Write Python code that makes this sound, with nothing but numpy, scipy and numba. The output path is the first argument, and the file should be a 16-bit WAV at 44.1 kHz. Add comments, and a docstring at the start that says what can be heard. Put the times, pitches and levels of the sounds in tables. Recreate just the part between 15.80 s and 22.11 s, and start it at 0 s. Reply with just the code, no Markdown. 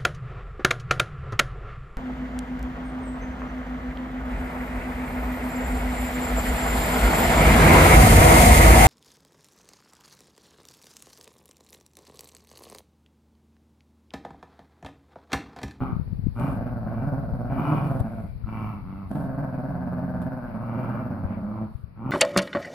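"""Two dogs growl over a plush toy on a wooden floor. One throbs about twenty times a second: its throat
gates the voice. The other growls evenly along pitch arches. Both: fold slaps and air puffs through throat
resonances. Claws tick and scuff (filtered noise), noses snort, fur and plush rustle, the room reflects.
The hand holding the phone bumps its left microphone (damped thuds) over grip rumble and quiet room tone."""
import sys
import numpy as np
from scipy import signal
from scipy.fft import rfft, irfft
from scipy.io import wavfile
from scipy.ndimage import uniform_filter1d
from numba import njit

SR = 44100
rng = np.random.default_rng(int(sys.argv[2]) if len(sys.argv) > 2 else 0)


def wav_record(signal):
    """Record a signal, one row per channel, as 16-bit PCM in the file named by sys.argv[1]."""
    frames = np.transpose(np.atleast_2d(signal))
    bounded = np.clip(frames, -1, 1)
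    # unit amplitude maps onto the largest positive 16-bit level
    quanta = np.round(bounded * 32767).astype(np.int16)
    wavfile.write(sys.argv[1], SR, quanta)


N = 278271
T = np.arange(N) / SR  # s

# Room air spectrum: hz, relative_db
ROOM_TONE_SPECTRUM = [(25, -5), (60, -2), (110, 2.5), (200, -21.5), (400, -15.5), (1000, -26.5),
                      (2400, -37), (3300, -44.5), (4500, -35.5), (5700, -50), (7000, -83.5), (9500, -51),
                      (14500, -44.5)]
# Background hiss level, sinking near the end: time_s, level_db
AIR_LEVEL = [(0, -46), (2.6, -47.5), (5.85, -48), (6.1, -54), (6.3, -57)]
# Fur and plush rub spectrum: hz, relative_db
RUSTLE_SPECTRUM = [(150, -26.5), (450, 0), (1000, -0.5), (1700, -10), (2400, -10.5), (3400, -30),
                   (6000, -61.5)]
# Microphone difference: hz, left_minus_right_db
PORT_DIFFERENCE = [(120, -2), (300, -1.5), (650, 1.5), (1300, 1), (2400, 7.5), (4400, 0), (9000, 8.5),
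                   (10500, 16.5), (12500, -2.5), (14500, -4.5)]
# Grip rumble spectrum: hz, relative_db
RUMBLE_SPECTRUM = [(20, -11.5), (45, 1), (75, -0.5), (120, -1.5), (250, -14), (600, -83)]
# Hand bumps on the phone: centre_s, level_db (before panning), pitch_hz
BUMPS = [(0.131, -16.5, 139), (0.167, -18, 148), (0.198, -18, 136), (0.216, -22, 107), (0.281, -28, 101),
         (0.331, -17.5, 129), (0.393, -20, 129), (0.442, -20, 113), (0.463, -19.5, 64.7),
         (0.469, -15, 179.7), (0.487, -18, 91), (1.058, -25.5, 65), (1.531, -21.5, 65.6), (2.212, -15, 91),
         (2.562, -27.5, 73.7), (2.645, -23, 69.8), (5.453, -20, 75.4), (5.957, -23.5, 80.14),
         (6.042, -25, 91.3)]
# Claw contact spectrum: hz, gain_db
CLAW_SPECTRUM = [(300, 19), (1200, 1), (2600, -6.5), (4000, -7.5), (6000, -20), (8200, -12), (11000, -6.5),
                 (14500, -8)]
# Claws and knocks on the boards: start_s, level_db (before the claw spectrum), lowpass_hz
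TICKS = [(0.277, -43, 2460), (.597, -34.5, 12000), (2.196, -39, 14230), (2.2029, -35.5, 14800),
         (3.314, -36.5, 8750), (3.354, -35, 5930), (4.418, -40.5, 12030), (4.425, -40.5, 12200)]
# Sliding paws: start_s, length_s, level_db
SCUFFS = [(0.527, 0.29, -48.5), (1.989, 0.25, -50.5), (2.159, 0.42, -57.5), (3.263, 0.24, -51),
          (4.4, 0.081, -56), (5.862, 0.21, -63.5)]
# Nose air: start_s, length_s, start_level_db, resonance_hz
SNORTS = [(2.223, 0.32, -65.5, 2210), (2.632, 0.028, -55.5, 1266), (5.902, 0.17, -64, 1230),
          (6.152, 0.053, -58, 1262)]
# Air past teeth and toy: hz, relative_db
HISS_SPECTRUM = [(2000, -7.5), (3300, -10), (4500, 10), (5700, 4.5), (7000, -49.5), (9300, 9), (10300, 2.5),
                 (11900, -3.5), (13400, 11), (14500, 13)]
# Even dog's throat resonances: hz, relative_db
EVEN_THROAT = [(60, -22), (102, 4), (220, 3.5), (310, -5.5), (405, -18.5), (510, -18.5), (620, -18.5),
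               (760, -13.5), (1050, -15.5), (1330, -14.5), (1650, -37), (1950, -37.5), (2300, -45.5),
               (2550, -46.5), (2950, -46), (3400, -50), (6000, -92)]
# Even dog's pitch arches: start_s, crest_s, end_s, start_hz, crest_hz, end_hz,
# crest_level_db, mouth_opening_db, snarl_db (at the crest)
EVEN_GROWLS = [(-.1, -0.021, 0.18, 128, 133.7, 104.8, -28.5, 2, -32.5),
               (0.549, 0.628, 0.79, 110.7, 126, 96.3, -31, 2.5, -26),
               (1.031, 1.223, 1.3, 100.6, 111.8, 101.7, -34.5, -1.5, -32),
               (1.679, 1.918, 2.167, 119.3, 146, 108.5, -27.5, 4, -25.5),
               (2.653, 2.82, 3.03, 105.5, 109.8, 89.7, -32.5, 2, -24.5),
               (3.021, 3.177, 3.32, 87.14, 98.9, 78.93, -36, 0, -30.5),
               (3.9, 4.17, 4.5, 86.97, 90.16, 86.7, -32.5, -9, -51),
               (4.724, 5.063, 5.33, 106, 119.1, 95.4, -30.5, 0, -31),
               (5.282, 5.328, 5.7, 95.1, 94.03, 86.8, -32.5, -4.5, -38.5),
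               (5.622, 5.773, 5.885, 97.3, 111.4, 101.4, -33, -1, -37.5),
               (6.152, 6.342, 6.72, 91.9, 139.7, 120.5, -27, 0, -32.5)]
# Throbbing dog's throat resonances: hz, relative_db
THROB_THROAT = [(70, -18.5), (132, 3), (172, 8.5), (215, 5.5), (290, -3.5), (410, -20), (510, -12),
                (615, -7.5), (730, -9.5), (860, -17.5), (1230, -25), (1500, -19.5), (1850, -39),
                (2500, -47.5), (3200, -65), (6000, -97)]
# Throbbing dog's mouth opening: time_s, opening_db
THROB_MOUTH = [(.6, 0.5), (2.48, -1.5), (3.6, 0.5), (5.15, 4), (5.85, -7)]
# Throb rate, one list per long growl: time_s, throbs_per_s
THROB_RATES = [
    [(0.585, 20.71), (0.748, 24.88), (0.82, 19.84), (1.043, 19.17), (1.113, 20.75), (1.199, 19.11),
     (1.445, 18.46), (1.562, 18.64), (1.633, 17.33), (1.822, 20.19), (1.904, 16.84), (1.982, 22.96),
     (2.053, 22.66), (2.21, 20.2), (2.285, 14.21), (2.48, 17.29)],
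    [(3.3, 22.12), (3.557, 21.86), (3.627, 20.19), (3.805, 18.95), (4.0, 15.32), (4.08, 20.28),
     (4.348, 15.93), (4.48, 18.57), (4.568, 17.64), (4.899, 16.35), (4.97, 18.9), (5.219, 18.2),
     (5.472, 14.3), (5.632, 17.97), (5.717, 14.32), (5.865, 15.67)],
]
# Voice course, one list per long growl: time_s, base_pitch_hz, relative_level_db
THROB_GROWLS = [
    [(.583, 119.6, -25.5), (.66, 137.8, -24), (.8, 121.2, -24), (1.02, 110, -25.5), (1.12, 109.6, -22),
     (1.3, 130.7, -22), (1.45, 121.2, -25), (1.62, 116.9, -23), (1.94, 142.8, -23.5), (2.19, 128.4, -20.5),
     (2.28, 111.5, -26.5), (2.41, 110.5, -27), (2.48, 100.8, -34)],
    [(3.298, 126.4, -26), (3.39, 134.1, -23), (3.66, 132, -24.5), (4.0, 127.1, -26.5), (4.35, 122.7, -26.5),
     (4.55, 125.3, -26), (4.7, 113.4, -28), (4.87, 110.6, -28.5), (5.1, 123.2, -25.5), (5.33, 117.9, -26),
     (5.58, 105.5, -29), (5.865, 105.9, -26.5)],
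]

TOP_HZ = 14650
GRIP_DB, GRIP_SETTLE_DB_PER_S = -31, 2  # the grip rumbles less as the hand settles
BUMP_PAN_DB = 35  # left minus right
LOW_HZ, LOW_ROUGH, ROUGH_PER_OCTAVE = 91.9, .19, .95  # even dog: the higher, the rougher
SWELL_DB_PER_OCTAVE = 37  # even dog: level follows pitch relative to the crest
NASAL_HZ, NASAL_HZ_PER_OCTAVE, NASAL_WIDTH_HZ = 2228, 377, 335  # NASAL_HZ holds at LOW_HZ
THROB_ROUGH, ONSET_ROUGH, ONSET_S = .35, .42, .16  # base, extra at each onset, its decay


def undb(db):
    """Decibels to gain."""
    return 10 ** (np.asarray(db) / 20)


def unit(x):
    """Scale to rms 1."""
    return x / np.sqrt(np.mean(x ** 2) + 1e-18)


def curves(rows):
    """Table columns joined by straight lines in time."""
    time_s, *columns = np.transpose(rows)
    return [np.interp(T, time_s, column) for column in columns]


def colour(x, points):
    """Minimum-phase filter through (hz, db) points, by folding the cepstrum."""
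    size = 8192
    hz, db = np.transpose(points)
    log_hz = np.log(np.fft.rfftfreq(size, 1 / SR) + 1)
    cepstrum = irfft(np.log(undb(np.interp(log_hz, np.log(hz), db))))
    cepstrum[1:size // 2] *= 2
    cepstrum[size // 2 + 1:] = 0
    impulse = irfft(np.exp(rfft(cepstrum)))
    return signal.fftconvolve(x, impulse)[:len(x)]


def coloured_noise(points):
    """Noise of rms 1 with a given spectrum."""
    return unit(colour(rng.standard_normal(N), points))


def above(x, hz):
    """Zero-phase high-pass."""
    return signal.sosfiltfilt(signal.butter(2, hz, "high", fs=SR, output="sos"), x)


def walk(rate_hz):
    """Smoothed random steps of rms 1."""
    step = int(SR / rate_hz)
    steps = np.repeat(rng.standard_normal(N // step + 2), step)
    return unit(uniform_filter1d(steps, step)[:N])


def gate(start_s, end_s, attack_s, release_s):
    """Linear attack, hold and release."""
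    return np.clip(np.minimum((T - start_s) / attack_s, (end_s - T) / release_s), 0, 1)


def pan(db):
    """Left and right gains with a mean of 1."""
    left = undb(db)
    return 2 * np.array([[left], [1]]) / (1 + left)


def add(out, start_s, sound):
    """Mix a stereo sound in at a time."""
    i = max(int(start_s * SR), 0)
    out[:, i:i + sound.shape[1]] += sound[:, :max(N - i, 0)]


@njit
def resonance(x, hz, width_hz):
    """State-variable band-pass with a moving centre, gain 1 there."""
    y, band, low = np.empty(len(x)), 0., 0.
    for i in range(len(x)):
        g, damping = np.tan(np.pi * hz[i] / SR), width_hz / hz[i]
        v = (band + g * (x[i] - low)) / (1 + g * (g + damping))
        band, low, y[i] = 2 * v - band, low + 2 * g * v, damping * v
    return y


def narrow(x, hz, width_hz):
    """A resonance applied twice for steep sides, scaled to rms 1."""
    hz = hz * np.ones(N)
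    once = resonance(x, hz, 1. * width_hz)
    return unit(resonance(once, hz, 1. * width_hz))


def room_tone():
    """Quiet air of the house, independent in each channel."""
    noise = np.array([coloured_noise(ROOM_TONE_SPECTRUM) for _ in range(2)])
    return undb(curves(AIR_LEVEL)[0]) * noise


def reflections(x, t60_s=.36, late_t60_s=.4, late_db=-17, treble_loss=.25, wet_db=-3,
                bass_wet_db=-12, bass_hz=450, gap_s=.0018):
    """Floor and furniture scatter sound into decaying noise tails; channels differ most in the highs."""
    t = T[:SR // 2]
    early, late = (np.exp(-np.log(1000) * t / s) for s in (t60_s, late_t60_s))
    decay = (early + undb(late_db) * late) * (t > gap_s)
    tails = decay * rng.standard_normal((2, len(t))) / np.sqrt(np.sum(decay ** 2))
    tails = tails - treble_loss * above(tails, 2400)
    upper = above(tails, bass_hz)
    mid, side = undb(bass_wet_db) * (tails - upper) + undb(wet_db) * upper
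    side = .6 * side + .95 * above(side, 1500)
    mid, side = (signal.fftconvolve(x, tail)[:N] for tail in (mid, side))
    return mid + side * np.array([[1], [-1]])


def room(x, count=4):
    """As the dogs move about, one pattern of reflections gives way to the next."""
    place = np.linspace(0, count - 1, N)
    weights = [np.cos(np.pi / 2 * np.clip(place - k, -1, 1)) for k in range(count)]
    return x + sum(reflections(x * weight) for weight in weights)


def ports(x):
    """The left microphone favours upper resonances, the right one the lows and the very top."""
    halves = [[(hz, sign * db / 2) for hz, db in PORT_DIFFERENCE] for sign in (1, -1)]
    return np.array([colour(channel, half) for channel, half in zip(x, halves)])


def rustle(db=-63, uneven_db=6.5, rate_hz=14):
    """Fur and plush rub in fits and starts as the dogs shift their grip."""
    rubs = np.array([coloured_noise(RUSTLE_SPECTRUM) for _ in range(2)])
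    air_change_db = curves(AIR_LEVEL)[0] - AIR_LEVEL[0][1]
    return rubs * undb(db + uneven_db * walk(rate_hz) + air_change_db)


def hand(cycles=.33, case_hz=260, case_s=.0011, case_db=-18, right_db=-6):
    """Finger bumps: a dull thud of about one cycle and a brief case knock, over low grip rumble."""
    out, t = np.zeros((2, N)), T[:SR // 10] - T[SR // 20]
    knock = undb(case_db) * np.exp(-.5 * (t / case_s) ** 2) * np.sin(2 * np.pi * case_hz * t)
    for centre_s, db, hz in BUMPS:
        thud = np.exp(-.5 * (t * hz / cycles) ** 2) * np.cos(2 * np.pi * hz * t)
        # quicker bumps reach the case more
        bump = thud + (hz / 130) ** 2 * knock
        add(out, centre_s + t[0], undb(db) * pan(BUMP_PAN_DB) * bump)
    left, own = (coloured_noise(RUMBLE_SPECTRUM) for _ in range(2))
    # the deepest rumble stays on the held side
    right = undb(right_db) * above(.31 * left + own, 50)
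    return out + undb(GRIP_DB - GRIP_SETTLE_DB_PER_S * T) * np.array([left, right])


def scuff_grains():
    """Fine grains: noise of random strength through the claw spectrum."""
    strength_db = 3.6 * np.minimum(rng.exponential(size=N), 2 * np.pi)
    return unit(colour(rng.standard_normal(N) * undb(strength_db), CLAW_SPECTRUM))


def paws(click_s=.0012, tail_s=.015, tail_db=-13):
    """Claws strike the boards with a short crack; sliding paws make a patch of fine grains."""
    out, t = np.zeros((2, N)), T[:SR // 10]
    decay = np.exp(-t / click_s) + undb(tail_db) * np.exp(-t / tail_s)
    for start_s, db, lowpass_hz in TICKS:
        # a softer contact loses the treble
        contact = signal.butter(2, lowpass_hz, fs=SR, output="sos")
        cracks = signal.sosfilt(contact, decay * rng.standard_normal((2, len(t))))
        add(out, start_s, undb(db) * np.array([colour(crack, CLAW_SPECTRUM) for crack in cracks]))
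    grains = np.array([scuff_grains() for _ in range(2)])
    for start_s, length_s, db in SCUFFS:
        out += undb(db) * grains * np.sin(np.pi * np.clip((T - start_s) / length_s, 0, 1))
    return out


def snorts(width_hz=420, edge_s=.012, fade_db=7):
    """Air forced through a dog's nose rings one resonance and dies away."""
    out = np.zeros(N)
    for start_s, length_s, db, hz in SNORTS:
        level_db = db - fade_db * np.clip((T - start_s) / length_s, 0, 1)
        flow = undb(level_db) * gate(start_s, start_s + length_s, edge_s, edge_s)
        out += flow * narrow(rng.standard_normal(N), hz, width_hz)
    return out


def folds(hz, rough, jitter, waver, puff_s, restarts=(0,), shimmer_db=3.2):
    """Vocal folds slap shut once a cycle, unevenly when rough; each slap starts a decaying air puff."""
    first, pause = .6, .1  # cycles: delay after a restart, silence before the next
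    rough = np.clip(rough, .08, 1)
    phase = np.cumsum(hz * (1 + waver * rough * walk(70))) / SR
    bounds = phase[[*restarts, -1]]
    cycle = np.concatenate([np.arange(a + first, b - pause) for a, b in zip(bounds, bounds[1:])])
    late, size = rng.standard_normal((1200, 2))[:len(cycle)].T
    uneven = np.interp(cycle, phase, rough)
    at = np.interp(cycle + jitter * uneven * late, phase, np.arange(N))
    slaps = np.zeros(N)
    slaps[at.astype(int)] = -undb(shimmer_db * uneven * np.clip(size, -2, 2))
    puff_flow = signal.lfilter([1], [1, -np.exp(-1 / (puff_s * SR))], slaps)
    return unit(slaps), unit(puff_flow * rng.standard_normal(N))


def restless(x, throat, stretch=.035, tugs_per_s=6):
    """The throat stretches and shortens as the dog tugs, so its resonances wander."""
    long, short = (colour(x, [(hz * k, db) for hz, db in throat]) for k in (1 - stretch, 1 + stretch))
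    return long + (.5 + .5 * np.tanh(walk(tugs_per_s))) * (short - long)


def voice(slaps, puffs, rough, throat, mouth_db, rasp, chest_rasp, snarl, hiss_db, lift=1.):
    """Slaps and rasping air ring the throat; an open mouth lets out the upper resonances, highest most."""
    rough = np.clip(rough, .08, 1)
    high, air = above(slaps, 390), above(puffs, 330)
    low = slaps - high + chest_rasp * rough * (puffs - air)
    raspy = (high + rasp * rough * air) / np.sqrt(1 + (rasp * rough) ** 2)
    sound = unit(restless(low + raspy, throat))
    upper = above(sound, 670)
    chest = sound - upper
    # pushing harder also shifts the lowest resonance upwards
    sound = sound + lift * (rough - .4) * (2 * above(chest, 190) - chest)
    sound = sound + (undb(mouth_db) - 1) * upper
    sound = sound + (undb(snarl * mouth_db) - 1) * above(sound, 2500)
    return sound + undb(hiss_db + .86 * mouth_db) * unit(colour(puffs, HISS_SPECTRUM))


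def nasal_edge(slaps, puffs, hz, upper_db=-5):
    """Bared teeth let out two narrow nasal resonances, rung by every slap and rising with the pitch."""
    nasal_hz = NASAL_HZ + NASAL_HZ_PER_OCTAVE * np.log2(hz / LOW_HZ)
    lower = narrow(slaps + .57 * puffs, nasal_hz, NASAL_WIDTH_HZ)
    upper = narrow(slaps + .5 * puffs, 1.143 * nasal_hz, .93 * NASAL_WIDTH_HZ)
    return unit(lower + undb(upper_db) * upper)


def even_dog(attack_s=.024, release_s=.023, jaw_s=.063, bare_db=5):
    """Growls swell and sink along pitch arches; cleaner when low, ragged when pushed higher."""
    flow, hz = np.zeros(N), np.full(N, 1. * LOW_HZ)
    mouth_db, snarl_db = np.zeros(N), np.zeros(N)
    for start_s, crest_s, end_s, start_hz, crest_hz, end_hz, db, opening_db, teeth_db in EVEN_GROWLS:
        before = np.interp(T, [start_s, crest_s], [1, 0]) ** 2
        after = np.interp(T, [crest_s, end_s], [0, 1]) ** 2
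        arch_hz = crest_hz + (start_hz - crest_hz) * before + (end_hz - crest_hz) * after
        level_db = db + SWELL_DB_PER_OCTAVE * np.log2(arch_hz / crest_hz)
        flow = np.maximum(flow, gate(start_s, end_s, attack_s, release_s) * undb(level_db))
        begun = T >= start_s
        hz = np.where(begun, arch_hz, hz)
        mouth_db = np.where(begun, opening_db, mouth_db)
        snarl_db = np.where(begun, teeth_db - bare_db * (before + after), snarl_db)
    mouth_db, snarl_db = uniform_filter1d([mouth_db, snarl_db], int(jaw_s * SR))
    rough = LOW_ROUGH + ROUGH_PER_OCTAVE * np.log2(hz / LOW_HZ)
    slaps, puffs = folds(hz, rough, jitter=.07, waver=.045, puff_s=.0025)
    edge = undb(snarl_db) * nasal_edge(slaps, puffs, hz)
    body = voice(slaps, puffs, rough, EVEN_THROAT, mouth_db, rasp=2.1, chest_rasp=.65, snarl=.5,
                 hiss_db=snarl_db - 10)
    return flow * (edge + body)


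def throbbing_dog(flutter=.07, stray=.032, scatter_db=1., depth=.66, attack_s=.015, release_s=.021, db=-4.):
    """Loose throat tissue snaps open, lets a few even slaps of the voice through and sinks shut."""
    opens, closes, shut_at, shut_scatter = .2, .38, .86, .05  # fractions of a throb
    restarts = [0]
    flow, hz, rough = np.zeros(N), np.full(N, 1. * LOW_HZ), np.full(N, THROB_ROUGH)
    for growl, rates in zip(THROB_GROWLS, THROB_RATES):
        start_s, end_s = growl[0][0], growl[-1][0]
        pitch_hz, level_db = curves(growl)
        phase = np.cumsum(curves(rates)[0] * (T >= rates[0][0])) / SR
        # the folds start afresh with each throb
        restarts += list(np.flatnonzero(np.diff(np.ceil(phase)) * (T[1:] < end_s)))
        bend, size, hold = rng.standard_normal((200, 3))[phase.astype(int)].T
        opening = phase % 1 / opens
        closing = (shut_at + shut_scatter * hold - phase % 1) / closes
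        throb = np.clip(np.minimum(opening, closing), 0, 1)
        strength = undb(level_db + scatter_db * size * throb) * (1 - depth * (1 - throb))
        flow = flow + gate(start_s, end_s, attack_s, release_s) * strength
        begun = T >= start_s
        hz = np.where(begun, pitch_hz * (1 + flutter * (throb - .5) + stray * bend), hz)
        onset = np.exp(-abs(T - start_s) / ONSET_S)
        rough = np.where(begun, THROB_ROUGH + ONSET_ROUGH * onset, rough)
    slaps, puffs = folds(hz, rough, jitter=.072, waver=.05, puff_s=.004, restarts=restarts)
    body = voice(slaps, puffs, rough, THROB_THROAT, curves(THROB_MOUTH)[0], rasp=1.7, chest_rasp=.45,
                 snarl=.3, hiss_db=-39)
    return undb(db) * flow * body


def scene():
    """Dogs in the room, paws, fur and air through both microphones; the hand acts on the phone directly."""
    dogs = room(throbbing_dog() + even_dog() + snorts())
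    return ports(dogs + paws() + rustle() + room_tone()) + hand()


def record(dry):
    """The phone cuts the top with a steep elliptic low-pass."""
    return signal.sosfilt(signal.ellip(10, .2, 80, TOP_HZ, fs=SR, output="sos"), dry)


dry = scene()
out = record(dry)
wav_record(out)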